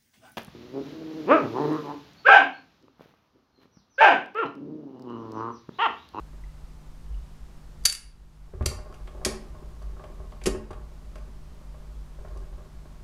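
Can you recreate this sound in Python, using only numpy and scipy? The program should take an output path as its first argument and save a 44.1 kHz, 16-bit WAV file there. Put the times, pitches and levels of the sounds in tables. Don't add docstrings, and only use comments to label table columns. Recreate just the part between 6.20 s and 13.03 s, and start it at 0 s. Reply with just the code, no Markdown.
import sys
import numpy as np
from scipy import signal
from scipy.fft import rfft, irfft
from scipy.io import wavfile
from scipy.ndimage import uniform_filter1d

SR = 44100
rng = np.random.default_rng(int(sys.argv[2]) if len(sys.argv) > 2 else 0)


def field_ratio(decibels):
    return 10 ** (np.asarray(decibels, dtype=float) / 20)


def master(y):
    cut = np.clip(np.atleast_2d(y).T, -1, 1)
    pcm = np.round(cut * 32767)
    wavfile.write(sys.argv[1], SR, pcm.astype(np.int16))


N = 301203

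# f/Hz, rms level/dB
HUM_HARMONICS = [(100, -67), (150, -55.5), (200, -66.5), (250, -68.5), (300, -77), (350, -75.5)]
# f/Hz, relative level/dB
HISS_SPECTRUM = [(10, 1.5), (30, -8), (70, -15), (110, -22.5), (180, -23), (280, -30.5), (600, -34.5),
                 (1100, -35), (1600, -41), (2470, -45), (5000, -47), (9130, -52), (13000, -57),
                 (16000, -60.5)]
# t/s of the top, level/dB
DECK_SHUDDERS = [(0.02, -37.5), (.91, -39), (2.43, -43), (3.14, -45), (3.69, -40.5), (4.32, -32),
                 (6.13, -38)]
# f/Hz, relative level/dB, t60/s
CABINET_MODES = [(74.4, -2, 0.3), (87.67, -3.5, 0.32), (124, -8.5, 0.13), (218.2, 1, 0.44),
                 (287.9, -8.5, 0.4), (359.3, -1.5, 0.15), (379.2, 0, 0.115), (416.6, -3, 0.143),
                 (460, -8, 0.134), (518, -11.5, 0.1), (592.7, 1.5, 0.12), (614, 0.5, 0.095),
                 (731.6, -6, 0.075), (816, -7, 0.067), (847, -8.5, 0.076), (1000, -9, 0.054),
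                 (1081, -4, 0.082), (1178, -8.5, 0.106), (1273, -11.5, 0.04), (1480, -12, 0.055),
                 (1634, -9, 0.06)]
# t/s, relative level/dB
CAM_GRUMBLE = [(2.25, -70), (2.4, -61.5), (3.0, -51.5), (3.5, -59), (4.5, -56.5), (4.7, -66.5), (5.9, -62),
               (6.15, -57.5), (6.5, -65.5)]
# t/s, relative level/dB of the upper modes
FOLLOWER_TAPS = [(.127, -44.5), (2.656, -38), (2.726, -38), (2.801, -45), (2.877, -37), (2.971, -45),
                 (3.014, -37), (3.348, -39.5), (3.617, -41), (3.767, -43), (3.796, -34.5), (3.839, -33.5),
                 (4.042, -51), (4.121, -37), (4.215, -37.5), (4.506, -26), (4.53, -35), (4.957, -36.5),
                 (4.98, -45.5), (5.413, -48.5), (5.543, -42), (5.606, -53), (5.7, -51.5), (6.048, -35),
                 (6.075, -45.5), (6.148, -46.5), (6.385, -46.5), (6.656, -42.5)]
# t/s, then relative level/dB of
LEVER_DROPS = [(2.336, -35.5, -36.5, -49.5, -32.5), (2.409, -24.5, -31, -34, -21.5),
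               (2.461, -28.5, -31, -43, -25), (2.515, -27, -38.5, -55, -32), (2.587, -32.5, -44, -57, -40),
               (3.048, -33.5, -32.5, -41, -42), (3.061, -22.5, -23.5, -27.5, -35),
               (4.259, -22.5, -23.5, -37, -49), (4.271, -20.5, -18.5, -24, -43),
               (4.348, -25.5, -30, -41, -33)]
# t/s, f/Hz, level/dB
PITCHED_TICKS = [(.238, 2010, -48), (.945, 2900, -54)]
# f/Hz, relative level/dB, t60/s
LATCH_MODES = [(2150, -13, 0.046), (2915, -10.5, 0.032), (3495, -9.5, .03), (4596, 0.5, 0.034),
               (4670, 2.5, 0.031), (4770, -19, 0.31), (4850, -14, 0.22), (4860, -2, .03), (5960, -1, .03),
               (7650, -4.5, .03), (8270, -7.5, .03), (9600, -4.5, 0.017), (10200, -7, 0.034),
               (9700, -19, 0.31), (2900, -25.5, .2), (4550, -19.5, 0.18), (11000, -8.5, 0.019),
               (11400, -5, 0.019), (14090, -5.5, 0.0041)]
# t/s, crack level/dB, ring level/dB
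LATCH_CONTACTS = [(1.6377, -56.5, -54), (1.652, -23, -23.5), (1.654, -7, -17.5), (1.657, -4.5, -21.5),
                  (1.6619, -17, -16.5), (1.698, -12, -24.5), (1.724, -16.5, -36), (1.75, -30, -29.5),
                  (2.4579, -28, -39.5), (2.4603, -18.5, -28), (2.487, -35, -45)]
# t/s, bright crack level/dB, dull crack level/dB
LEVER_CLACKS = [(2.424, -56, -48), (2.7251, -60, -57), (2.742, -55, -50), (2.8742, -61, -45.5),
                (3.0486, -19.5, -26), (3.061, -39, -44), (3.623, -59, -61), (3.84, -65, -51.5),
                (4.1198, -72, -51.5), (4.215, -60, -47), (4.2373, -42, -46.5), (4.258, -28.5, -28.5),
                (4.264, -25.5, -33), (4.5078, -54, -45.5), (4.531, -60, -50), (4.9557, -55, -51),
                (4.981, -65, -56), (6.083, -71, -59), (6.1732, -56, -62)]
# f/Hz, t60/s
ROOM_DECAY = [(250, 0.33), (1000, 0.56), (4000, 0.35), (12000, 0.26)]

MAINS_HZ = 50
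HISS_DB = -59.5
RUMBLE_DB, SHUDDER_RISE_S, SHUDDER_FALL_S = -42, 0.035, 0.075
BOOM_BELOW_HZ, BOARD_BELOW_HZ, PANELS_BELOW_HZ = 150, 300, 550
CONTACT_HZ = 1532
TAP_PANEL_DB, TAP_BOARD_DB, TAP_BOOM_DB = -12.5, -20.5, -14.5
TICK_T60_S = 0.035
LATCH_DULL_DB = -9
CHATTER_T60_MS, BOUNCE_T60_MS = 9.1, 31
CHATTER_ABOVE_DB = -28
CLACK_T60_MS, LONGER_MS_PER_DB = 83, 0.8657
SHAKE_DB, SHAKE_FOLLOWS = -40, 0.42
LEVER_TOP_HZ = 11300


def band(x, low_hz, high_hz):
    return signal.sosfilt(signal.butter(2, [low_hz, high_hz], "band", fs=SR, output="sos"), x)


def low_pass(x, hz, order=2):
    return signal.sosfilt(signal.butter(order, hz, fs=SR, output="sos"), x)


def rms_one(x):
    return x / np.sqrt(np.mean(x ** 2) + 1e-20)


def steep_noise(low_hz, high_hz):
    noise = rng.standard_normal(N)
    return rms_one(band(band(noise, low_hz, high_hz), low_hz, high_hz))


def in_time(rows):
    s, db = np.transpose(rows)
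    return field_ratio(np.interp(np.arange(N) / SR, s, db, left=-120))


def at_hz(points, hz):
    table_hz, values = np.transpose(points)
    return np.interp(np.log(hz), np.log(table_hz), values)


def ring(push, hz, t60):
    r = field_ratio(-60 / (t60 * SR))
    w = 2 * np.pi * hz / SR
    return signal.lfilter([0, np.sin(w)], [1, -2 * r * np.cos(w), r * r], push + 1e-18)


def rumble_level():
    t = np.arange(N) / SR
    level = field_ratio(RUMBLE_DB)
    for s, db in DECK_SHUDDERS:
        level = level + field_ratio(db) * np.exp(np.minimum((t - s) / SHUDDER_RISE_S, (s - t) / SHUDDER_FALL_S))
    return level


def background():
    t = np.arange(N) / SR
    hum = 0
    for hz, db in HUM_HARMONICS:
        hum = hum + np.sqrt(2) * field_ratio(db) * np.sin(2 * np.pi * (hz * t + rng.random()))
    mains = np.sqrt(2) * np.sin(2 * np.pi * MAINS_HZ * t)
    rough = steep_noise(36, 58)
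    rumble = rumble_level() * (field_ratio(-5.5) * mains + field_ratio(-1.5) * rough)
    hz = np.maximum(np.fft.rfftfreq(N, 1 / SR), 1)
    shape = field_ratio(at_hz(HISS_SPECTRUM, hz)) * hz / (hz + 4)
    hiss = irfft(rfft(rng.standard_normal(N)) * shape, N)
    hiss /= np.std(band(hiss, 300, 16000))
    return hum + rumble + field_ratio(HISS_DB) * hiss


def knock_rows():
    taps = [(s, db, db + TAP_PANEL_DB, db + TAP_BOARD_DB, db + TAP_BOOM_DB) for s, db in FOLLOWER_TAPS]
    return np.array(LEVER_DROPS + taps)


def cam_teeth():
    contacts = rng.random(N) < 120.0 / SR
    strength_db = 5.5 * np.minimum(rng.exponential(1, N), 4)
    return rms_one(contacts * field_ratio(strength_db)) * in_time(CAM_GRUMBLE)


def cabinet():
    rows = knock_rows()
    at = np.round(rows[:, 0] * SR).astype(int)
    luck = rng.standard_normal((len(rows), len(CABINET_MODES)))
    teeth = cam_teeth()
    blows = np.zeros(N)
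    blows[at] = field_ratio(rows[:, 1] - 11.5)
    scuff = signal.lfilter([1], [1, -field_ratio(-60 / (.07 * SR))], blows)
    out = scuff * rms_one(band(rng.standard_normal(N), 450, 1620))
    for k, (hz, level_db, t60) in enumerate(CABINET_MODES):
        group = np.searchsorted([BOOM_BELOW_HZ, BOARD_BELOW_HZ, PANELS_BELOW_HZ], hz)
        knock_db = rows[:, 4 - group] + [2.5, 0.0, -2.5, -12.5][group]
        grind_db = level_db + [-27.5, -41.5, -29.0, -30.5][group]
        push = field_ratio(grind_db) * teeth * rng.choice([-1, 1], N)
        push[at] += field_ratio(knock_db + level_db + 1.74 * luck[:, k]) * np.sign(luck[:, k - 1])
        out += ring(push, hz, t60)
    return low_pass(out, CONTACT_HZ)


def pings():
    out = np.zeros(N)
    for s, hz, db in PITCHED_TICKS:
        click = np.arange(N) == round(s * SR)
        out += ring(field_ratio(db) * click, hz, TICK_T60_S)
    return out


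def snap_rows():
    rows = []
    for s, db, ring_db in LATCH_CONTACTS:
        t60_ms = CHATTER_T60_MS if ring_db > CHATTER_ABOVE_DB else BOUNCE_T60_MS
        rows.append((s, db, db + LATCH_DULL_DB, t60_ms, ring_db))
    for s, db, dull_db in LEVER_CLACKS:
        t60_ms = max(CLACK_T60_MS + LONGER_MS_PER_DB * dull_db, 8)
        rows.append((s, db, dull_db, t60_ms, SHAKE_DB + SHAKE_FOLLOWS * db))
    return np.array(rows)


def cracks(rows):
    latch, lever, dull = np.zeros((3, N))
    t = np.arange(SR // 5) / SR
    for k, (s, bright_db, dull_db, t60_ms, _) in enumerate(rows):
        at = round(s * SR)
        shape = (1 - np.exp(-t / .0004)) * field_ratio(-60000 * t / t60_ms)
        bright = latch if k < len(LATCH_CONTACTS) else lever
        bright[at:at + len(t)] += field_ratio(bright_db) * shape
        dull[at:at + len(t)] += field_ratio(dull_db) * shape
    crack = low_pass(steep_noise(3400, 11800), 13000, order=4)
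    darker = low_pass(crack, LEVER_TOP_HZ)
    return latch * crack + lever * darker + dull * steep_noise(1240, 3500)


def snaps():
    rows = snap_rows()
    out = cracks(rows)
    at = np.round(rows[:, 0] * SR).astype(int)
    luck = rng.standard_normal((len(rows), len(LATCH_MODES)))
    for k, (hz, level_db, t60) in enumerate(LATCH_MODES):
        clicks = np.zeros(N)
        clicks[at] = field_ratio(rows[:, 4] + level_db + 1.1 * luck[:, k]) * np.sign(luck[:, k - 1])
        out += ring(clicks, hz, t60)
    return out


def room(x):
    t = np.arange(SR // 2 + SR // 4) / SR
    tail = 0
    for hz in 125 * 2. ** np.arange(7):
        noise = band(rng.standard_normal(len(t)), hz / np.sqrt(2), hz * np.sqrt(2))
        tail = tail + noise * field_ratio(-60 * t / at_hz(ROOM_DECAY, hz))
    air = band(rng.standard_normal(len(t)), 11300, 18000)
    tail = tail + field_ratio(1.0) * air * field_ratio(-60 * t / ROOM_DECAY[-1][1])
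    tail = tail * (1 - np.exp(-t / 0.002))
    return signal.fftconvolve(x, tail / np.sqrt(np.sum(tail ** 2)))[:N]


def scene():
    wood = cabinet()
    steel = pings() + snaps()
    tail = room(field_ratio(-6.5) * steel + field_ratio(-5.5) * wood)
    return (steel + wood + tail + background())[None]


def gain_control(x, threshold_db, slope, release_db_s, lag_s):
    t = np.arange(N) / SR
    level_db = 10 * np.log10(uniform_filter1d(x ** 2, size=SR // 100) + 1e-12)
    cut_db = slope * np.maximum(level_db - threshold_db, 0)
    held_db = np.maximum.accumulate(cut_db + release_db_s * t) - release_db_s * t
    held_db = np.maximum(held_db, 0)
    r = np.exp(-1 / (lag_s * SR))
    return x * field_ratio(-signal.lfilter([1 - r], [1, -r], held_db))


def top_cut(x):
    return signal.sosfilt(signal.butter(12, 16510, fs=SR, output="sos"), x)


def record(dry):
    x = gain_control(dry[0], threshold_db=-22, slope=0.99, release_db_s=10.0, lag_s=0.042)
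    mix = signal.sosfilt(signal.cheby2(10, 50, 16500, fs=SR, output="sos"), x)
    return top_cut(mix[None])


dry = scene()
out = record(dry)
master(out)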